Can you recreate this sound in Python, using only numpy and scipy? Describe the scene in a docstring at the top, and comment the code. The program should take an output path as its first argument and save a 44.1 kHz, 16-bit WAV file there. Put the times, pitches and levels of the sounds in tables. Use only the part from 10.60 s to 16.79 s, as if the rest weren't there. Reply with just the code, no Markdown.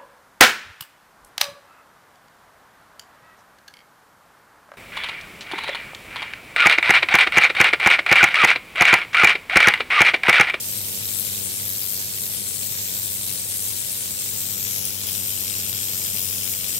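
"""Steam jet on a small turbine.

In a workshop, steam hisses from a nozzle on a heated bottle onto a homemade eight-bladed wheel. Each blade
chops the jet into a soft thump and a rasp and flings off sizzling droplets; the spray swells with each
spurt of wet steam, now and then with a sharp spit. The fire under the bottle rumbles faintly. Past the
middle the microphone swings towards the nozzle, and rasp and spray grow."""
import sys
import numpy as np
from scipy import signal
from scipy.fft import rfft, irfft, next_fast_len
from scipy.io import wavfile
from scipy.ndimage import map_coordinates

SR = 44100
rng = np.random.default_rng(int(sys.argv[2]) if len(sys.argv) > 2 else 0)


def generate_wav(signal):
    """Clip the signal to [-1, 1] and save it as 16-bit WAV at the path in sys.argv[1]."""
    frames = np.transpose(np.atleast_2d(signal))
    scaled = np.clip(frames, -1, 1) * 32767
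    pcm = np.round(scaled).astype(np.int16)
    wavfile.write(sys.argv[1], SR, pcm)


N = 272979
TIME = np.arange(N) / SR


def from_db(db):
    """Decibels to gain."""
    return 10 ** (np.asarray(db) / 20)


def unit_rms(x):
    """Scale to rms 1."""
    return x / np.sqrt(np.mean(x ** 2) + 1e-20)


def curves(rows):
    """Each column after time, interpolated per sample."""
    times, *columns = np.transpose(rows)
    return [np.interp(TIME, times, column) for column in columns]


def butter(x, hz, kind, order=2):
    """Butterworth high- or low-pass."""
    return signal.sosfilt(signal.butter(order, hz, kind, fs=SR, output="sos"), x)


def zero_phase(x, hz, kind, order=2):
    """Butterworth run forwards, then backwards."""
    return butter(butter(x, hz, kind, order)[::-1], hz, kind, order)[::-1]


def delayed(x, lag_ms):
    """Fractional delay, fixed or varying."""
    return map_coordinates(x, [np.arange(N) - lag_ms * SR / 1000], order=3)


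def turbulence(spectrum, white=None):
    """Steady coloured noise, rolled off below the spectrum's first point; rms 1."""
    hz, db = np.transpose(spectrum)
    size = next_fast_len(N)
    white = rng.standard_normal(N) if white is None else white
    bins_hz = np.maximum(np.fft.rfftfreq(size, 1 / SR), 1)
    gain = from_db(np.interp(np.log(bins_hz), np.log(hz), db))
    roll_off = np.minimum(bins_hz / hz[0], 1) ** 2
    return unit_rms(irfft(rfft(white, size) * gain * roll_off, size)[:N])


def drift(rate_hz):
    """Random wander within +-2."""
    return np.interp(TIME * rate_hz, np.arange(N), np.clip(rng.standard_normal(N), -2, 2))


def swells(times, heights, rise_s, fall_s):
    """A lopsided Gaussian pulse at each time."""
    impulses = np.zeros(N)
    np.add.at(impulses, np.clip(np.round(times * SR).astype(int), 0, N - 1), heights)
    lag_s = np.arange(-SR // 100, SR // 100 + 1) / SR
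    bell = np.exp(-.5 * (lag_s / np.where(lag_s < 0, rise_s, fall_s)) ** 2)
    return signal.fftconvolve(impulses, bell, "same")


def moving_resonance(x, centre_hz, width_hz, block=256):
    """Two-pole band-pass, retuned each block; rms 1."""
    radius = np.exp(-np.pi * width_hz / SR)
    out, state = np.zeros(N), np.zeros(2)
    for i in range(0, N, block):
        poles = [1, -(1 + radius ** 2) * np.cos(2 * np.pi * centre_hz[i] / SR), radius ** 2]
        out[i:i + block], state = signal.lfilter([1, 0, -1], poles, x[i:i + block], zi=state)
    return unit_rms(out)


# Microphone swing towards the nozzle: (time [s], position [0-1])
SWING = [(0, 0.3), (3.2, 0.32), (4.0, 0.53), (4.7, 0.81), (5.4, 1), (6.19, 0.82)]

def with_swing(away, facing):
    """A setting that follows the swing: `away` at position 0, `facing` at 1."""
    return away + (facing - away) * curves(SWING)[0]


def round_the_case(x):
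    """Treble reaches the microphone's shaded port late and inverted."""
    return -delayed(x, lag_ms=with_swing(.342, .47))


def at_ports(x, far_db):
    """A bright source at the near (left) and the far, shaded (right) port."""
    return np.array([x, from_db(far_db) * round_the_case(x)])


def flutter(x, depth_db, rate_hz=45):
    """Eddies of different sizes make three bands waver independently."""
    low, below_top = (zero_phase(x, hz, "low", order=4) for hz in (5600, 11200))
    bands = low, below_top - low, x - below_top
    return sum(band * from_db(depth_db * drift(rate_hz)) for band in bands)


# Hollow band of the hiss: (time [s], centre [Hz])
HOLLOW_CENTRE = [(0.06, 8770.0), (0.84, 7400), (1.45, 8360), (2.19, 7400), (2.61, 8500), (3.48, 7340),
                 (3.89, 7600), (4.24, 6150), (4.4, 7200), (4.8, 6950), (6.19, 7100)]

def hollow_band(width_hz=2400):
    """Steep-sided band of jet noise that slides as hand and microphone move."""
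    centre_hz, = curves(HOLLOW_CENTRE)
    band = moving_resonance(rng.standard_normal(N), centre_hz, width_hz)
    return from_db(with_swing(-7.5, -5)) * moving_resonance(band, centre_hz, width_hz)


# Jet spectrum at each port: (frequency [Hz], relative density [dB])
JET_NEAR_SPECTRUM = [(1100, -19), (1900, -17), (2800, -10), (4000, -7), (5000, -9), (6350, -11), (7350, -1),
                     (8350, 2.5), (8850, 5.5), (9500, -1.5), (11100, -.5), (12200, -3), (15500, -2.5)]
JET_FAR_SPECTRUM = [(1100, -27), (1700, -15.5), (3200, -4.8), (4500, -3.5), (5700, .3), (6900, .3),
                    (7500, 4), (8150, 1), (8600, -7), (9300, -8.5), (10200, -6), (11500, 1), (13000, 5.2),
                    (14000, 2), (14800, -2), (15700, -3)]
# Jet at the near port: (time [s], level [dB])
JET_NEAR_LEVEL = [(0.01, -27.5), (0.2, -28), (0.59, -25), (0.95, -29), (1.51, -28.5), (2.12, -26.5),
                  (2.26, -27), (2.84, -28), (3.22, -25.0), (3.64, -28), (3.84, -25.5), (4.38, -28),
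                  (4.47, -25.1), (4.79, -27.5), (6.19, -26)]

def jet(shared=.4, far_level_db=-29):
    """The free jet: fluttering turbulent hiss, partly shared by both ports."""
    direct, diffuse = rng.standard_normal((2, N))
    shaded = shared * round_the_case(direct) + np.sqrt(1 - shared ** 2) * diffuse
    hiss = unit_rms(turbulence(JET_NEAR_SPECTRUM, direct) + hollow_band())
    near = flutter(hiss, depth_db=2)
    far = flutter(turbulence(JET_FAR_SPECTRUM, shaded), depth_db=2.75)
    return np.array([from_db(curves(JET_NEAR_LEVEL)[0]) * near, from_db(far_level_db) * far])


# Fire and room rumble: (frequency [Hz], relative density [dB])
FIRE_SPECTRUM = [(20, -23), (45, -16), (70, -4.5), (105, 4), (150, -2.5), (205, -1), (270, -10.5),
                 (370, -6.5), (520, -6.5), (750, -14.5), (1200, -20.5), (2500, -25.5)]

def fire(level_db=-45.5, side_db=-5, far_db=-2):
    """Low rumble of the flame, much alike at both ports."""
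    side = from_db(side_db) * turbulence(FIRE_SPECTRUM)
    mid = turbulence(FIRE_SPECTRUM)
    return from_db(level_db) * np.array([mid + side, from_db(far_db) * (mid - side)])


# Rotor: (time [s], speed [rev/s])
ROTOR_SPEED = [(0.0, 12.398), (0.36, 12.448), (0.73, 12.387), (1.09, 12.386), (1.46, 12.42), (1.82, 12.309),
               (2.18, 12.309), (2.55, 12.232), (2.91, 12.155), (3.28, 12.426), (3.64, 12.233),
               (4.01, 12.249), (4.37, 12.248), (4.73, 12.164), (5.1, 12.008), (5.46, 12.088), (5.83, 11.99),
               (6.19, 11.864)]
# Hand-bent blades: (lateness [blade gaps], strength [dB])
BLADE_ERRORS = [(.14, -1), (.17, 0), (.02, -1.5), (.02, 0), (-.1, -.5), (0, -.5), (-.03, .5), (.02, -1.5)]

def blade_passes(start_gaps=.49):
    """Times [s] and strengths [dB] of the uneven blades crossing the jet."""
    late_gaps, strength_db = np.transpose(BLADE_ERRORS)
    travel_gaps = start_gaps + np.cumsum(curves(ROTOR_SPEED)[0]) * len(BLADE_ERRORS) / SR
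    count = np.arange(1, int(travel_gaps[-1]) + 1)
    blade = count % len(BLADE_ERRORS)
    return np.interp(count + late_gaps[blade], travel_gaps, TIME), strength_db[blade]


def chopping(passes, width_s, scatter_db, jitter_s, early_s=0, fall_s=None):
    """One pulse per blade pass, uneven in height and timing; rms 1."""
    times, strength_db = passes
    scatter, jitter = rng.standard_normal((N // 100, 2))[:len(times)].T
    heights = from_db(strength_db + scatter_db * np.clip(scatter, -2, 2))
    return unit_rms(swells(times - early_s + jitter_s * jitter, heights, width_s, fall_s or width_s))


# How squarely the jet meets the blades: (time [s], level [dB])
THUMP_LEVEL = [(0, -42), (1.03, -41), (1.22, -46), (1.45, -44.5), (2.4, -43), (3.4, -45.5), (4.15, -41),
               (5.1, -40.5), (6.19, -42.5)]
# Wheel and bottle modes: (frequency [Hz], bandwidth [Hz], relative gain [dB])
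BODY_MODES = [(228, 80, 0), (275, 20, -6), (375, 105, -6), (478, 49, -6), (615, 45, 6.5), (920, 112, 16.5)]
# Puff behind each blade: (frequency [Hz], relative density [dB])
PUFF_SPECTRUM = [(120, -37), (200, -5), (300, -6), (480, -20), (620, -17), (800, -8), (1300, -6)]

def thumps(passes, ring_db=-7, puff_db=-40.5, far_db=-7):
    """Pressure builds ahead of each blade and snaps, ringing the body and leaving a dull puff."""
    push = chopping(passes, width_s=.002, scatter_db=1.7, jitter_s=.0003, early_s=.0007)
    snap = chopping(passes, width_s=.00042, scatter_db=2, jitter_s=.00005)
    hum = unit_rms(butter(push + .2 * snap, 77, "high", order=5))
    ring = sum(from_db(db) * signal.lfilter(*signal.iirpeak(hz, hz / width_hz, fs=SR), snap)
               for hz, width_hz, db in BODY_MODES)
    puff = turbulence(PUFF_SPECTRUM) * chopping(passes, width_s=.0025, scatter_db=-3, jitter_s=.00018)
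    thump = hum + from_db(ring_db) * unit_rms(ring)
    near = from_db(curves(THUMP_LEVEL)[0]) * thump + from_db(puff_db) * puff
    return np.array([near, from_db(far_db) * delayed(near, lag_ms=.33)])


# Chopped steam: (frequency [Hz], relative density [dB])
RASP_SPECTRUM = [(700, -39), (1200, -5.5), (1800, -1.5), (2400, 7.5), (3100, 4.5), (4400, 5.5), (5800, 9.5),
                 (7500, -19), (10000, -20)]
# Pocket between nozzle and blade: (time [s], resonance [Hz], level [dB])
POCKET_NOTE = [(0.01, 3220.0, -65), (0.56, 3900, -43), (0.7, 3600.0, -43), (1.03, 3190.0, -41),
               (1.16, 4440, -43), (1.34, 4540, -40.5), (1.8, 4240, -43.5), (2.4, 4050, -42.5),
               (3.6, 3880, -46), (4.3, 3100, -43), (6.19, 3120, -52)]

def rasp(passes):
    """Steam tears harder as a blade nears and stops as it passes; the pocket sounds a hollow note."""
    tear = chopping(passes, width_s=.0034, scatter_db=2, jitter_s=.00024, early_s=.00064, fall_s=.00051)
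    edge = from_db(with_swing(-40, -33)) * tear * turbulence(RASP_SPECTRUM)
    note_hz, note_db = curves(POCKET_NOTE)
    note = moving_resonance(butter(rng.standard_normal(N), 1700, "high"), note_hz, width_hz=430)
    gate = chopping(passes, width_s=.0014, scatter_db=2.5, jitter_s=.00035, early_s=.0006, fall_s=.00029)
    return at_ports(edge + from_db(note_db) * gate * note, far_db=-13)


# Wet steam spurts: (peak time [s], half-power length [s], peak level [dB], sizzle centre [Hz])
WET_SPURTS = [(.17, .11, -29, 12700), (0.575, .13, -27, 12800), (.85, .04, -28, 14000),
              (1.09, .11, -30, 13300), (1.278, 0.17, -27, 13000), (1.63, .09, -27, 13600),
              (2.022, .19, -31, 12600), (2.44, .22, -29, 12400), (2.7, .09, -25.5, 11800),
              (3.054, 0.16, -27, 11500), (3.29, 0.14, -30, 11700), (3.78, 0.13, -30, 13900),
              (4.02, 0.044, -31, 12500), (4.154, 0.086, -28, 10900), (4.52, 0.098, -28, 13300),
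              (4.707, .1, -29.5, 14200), (5.16, .11, -33, 12000), (5.336, 0.073, -29, 12800),
              (5.645, 0.16, -26, 13100), (5.89, 0.16, -28, 14200), (6.15, 0.14, -29, 13400)]

def wetness():
    """Gain and centre [Hz] of the sizzle: steady spray plus spurts, weighted by power."""
    power = from_db(with_swing(-35.5, -28.5)) ** 2
    weighted_hz = power * with_swing(13000, 13400)
    for peak_s, length_s, peak_db, centre_hz in WET_SPURTS:
        spurt = from_db(peak_db) ** 2 * .5 ** ((2 * (TIME - peak_s) / length_s) ** 2)
        power += spurt
        weighted_hz += spurt * centre_hz
    return np.sqrt(power), weighted_hz / power


def spray(passes, flicker_db=.9):
    """Droplets shatter on each blade: a sharp crack inside a wider puff of mist."""
    gain, centre_hz = wetness()
    crack = chopping(passes, width_s=.00035, scatter_db=1.5, jitter_s=.00015)
    mist = chopping(passes, width_s=.0019, scatter_db=.7, jitter_s=.00024)
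    treble = butter(rng.standard_normal(N), 5700, "high", order=4)
    sizzle = moving_resonance(treble, centre_hz, width_hz=3200)
    flicker = from_db(flicker_db * drift(rate_hz=24))
    return at_ports(gain * flicker * unit_rms(.49 * crack + mist) * sizzle, far_db=-41)


def sputter(passes, ring_s=.00085, size_db=3, spread_octaves=.25, early_s=.000991):
    """Each blade pops a droplet near the pocket's pitch; most are tiny, a few stand out."""
    times = passes[0] - early_s
    sizes = np.minimum(rng.exponential(1, N // 100), 4)
    detune = np.clip(rng.standard_normal(N // 100)[:len(times)], -2, 2)
    pocket_hz = np.interp(times, TIME, curves(POCKET_NOTE)[0])
    pops_hz = pocket_hz * 2 ** (spread_octaves * detune)
    t = TIME[:SR // 50]
    envelope = np.sqrt(t) * np.exp(-t / ring_s)
    pops = np.zeros(N + SR)
    for start_s, hz, size in zip(times, pops_hz, sizes):
        i = max(int(start_s * SR), 0)
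        pops[i:i + len(t)] += from_db(size_db * size) * np.sin(2 * np.pi * hz * t) * envelope
    return at_ports(from_db(with_swing(-45, -43.5)) * unit_rms(pops[:N]), far_db=-9)


# Large drops: (time [s], relative level [dB])
LARGE_DROPS = [(.5888, -12), (.598, -9.5), (.6088, -11), (1.163, -12), (1.3053, -12), (4.1722, -13),
               (4.1833, -14), (4.2539, -4), (5.2227, -11), (5.3993, -11)]

def spits(gain_db=-6):
    """A large drop hit by a blade bursts in about a millisecond."""
    times, level_db = np.transpose(LARGE_DROPS)
    bursts = swells(times, from_db(level_db + gain_db), rise_s=.0003, fall_s=.0004)
    treble = butter(rng.standard_normal(N), 10500, "high", order=4)
    sizzle = unit_rms(butter(treble, 15000, "low", order=4))
    return at_ports(bursts * sizzle, far_db=-20)


def workshop(x, wet_db=-11, t60_s=.04, predelay_s=.003):
    """Add a short diffuse tail, different at each port."""
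    t = TIME[:SR // 3]
    tail = rng.standard_normal((2, len(t))) * from_db(-60 * t / t60_s) * (t > predelay_s)
    tail /= np.sqrt(np.sum(tail ** 2, axis=1, keepdims=True))
    return x + from_db(wet_db) * signal.fftconvolve(x, tail, axes=1)[:, :N]


# Reflection off the wheel: (time [s], delay [ms], gain [dB])
WHEEL_ECHO = [(0, .185, -10), (.08, .245, -8), (.18, .245, -7), (.26, .205, -9), (.37, .18, -8),
              (.47, .15, -16), (.59, .085, -12), (.73, .094, -11), (.79, .132, -6), (.89, .101, -4),
              (1, .1, -5), (1.12, .08, -9), (1.42, .075, -14), (1.53, .132, -12), (1.64, .09, -13),
              (1.73, .092, -3), (1.86, .107, -4), (2.2, .147, -8), (2.4, .14, -8), (2.67, .116, -11),
              (2.82, .124, -6), (2.94, .106, -4.5), (3.08, .125, -11), (3.37, .1, -9), (3.47, .125, -7),
              (3.7, .126, -9), (4.04, .154, -3), (4.16, .16, -6), (4.28, .21, -6), (4.44, .185, -8),
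              (4.57, .221, -7), (4.85, .232, -5.5), (5.05, .235, -8), (5.38, .242, -6), (5.75, .194, -10),
              (6.19, .231, -8)]

def wheel_echo(x, lowest_hz=6800):
    """The small wheel reflects only treble, combing the hiss so it swishes as the microphone moves."""
    delay_ms, echo_db = curves(WHEEL_ECHO)
    return x + from_db(echo_db) * delayed(zero_phase(x, lowest_hz, "high"), delay_ms)


def scene():
    """Jet, turbine and fire in the workshop; stereo."""
    passes = blade_passes()
    steam = jet() + thumps(passes) + rasp(passes) + spray(passes) + spits() + sputter(passes)
    near, far = workshop(steam)
    return np.array([wheel_echo(near), far]) + fire()


def record(dry):
    """Steep elliptic low-pass."""
    cutoff_hz = 15740
    return signal.sosfilt(signal.ellip(12, .1, 90, cutoff_hz, fs=SR, output="sos"), dry)


dry = scene()
out = record(dry)
generate_wav(out)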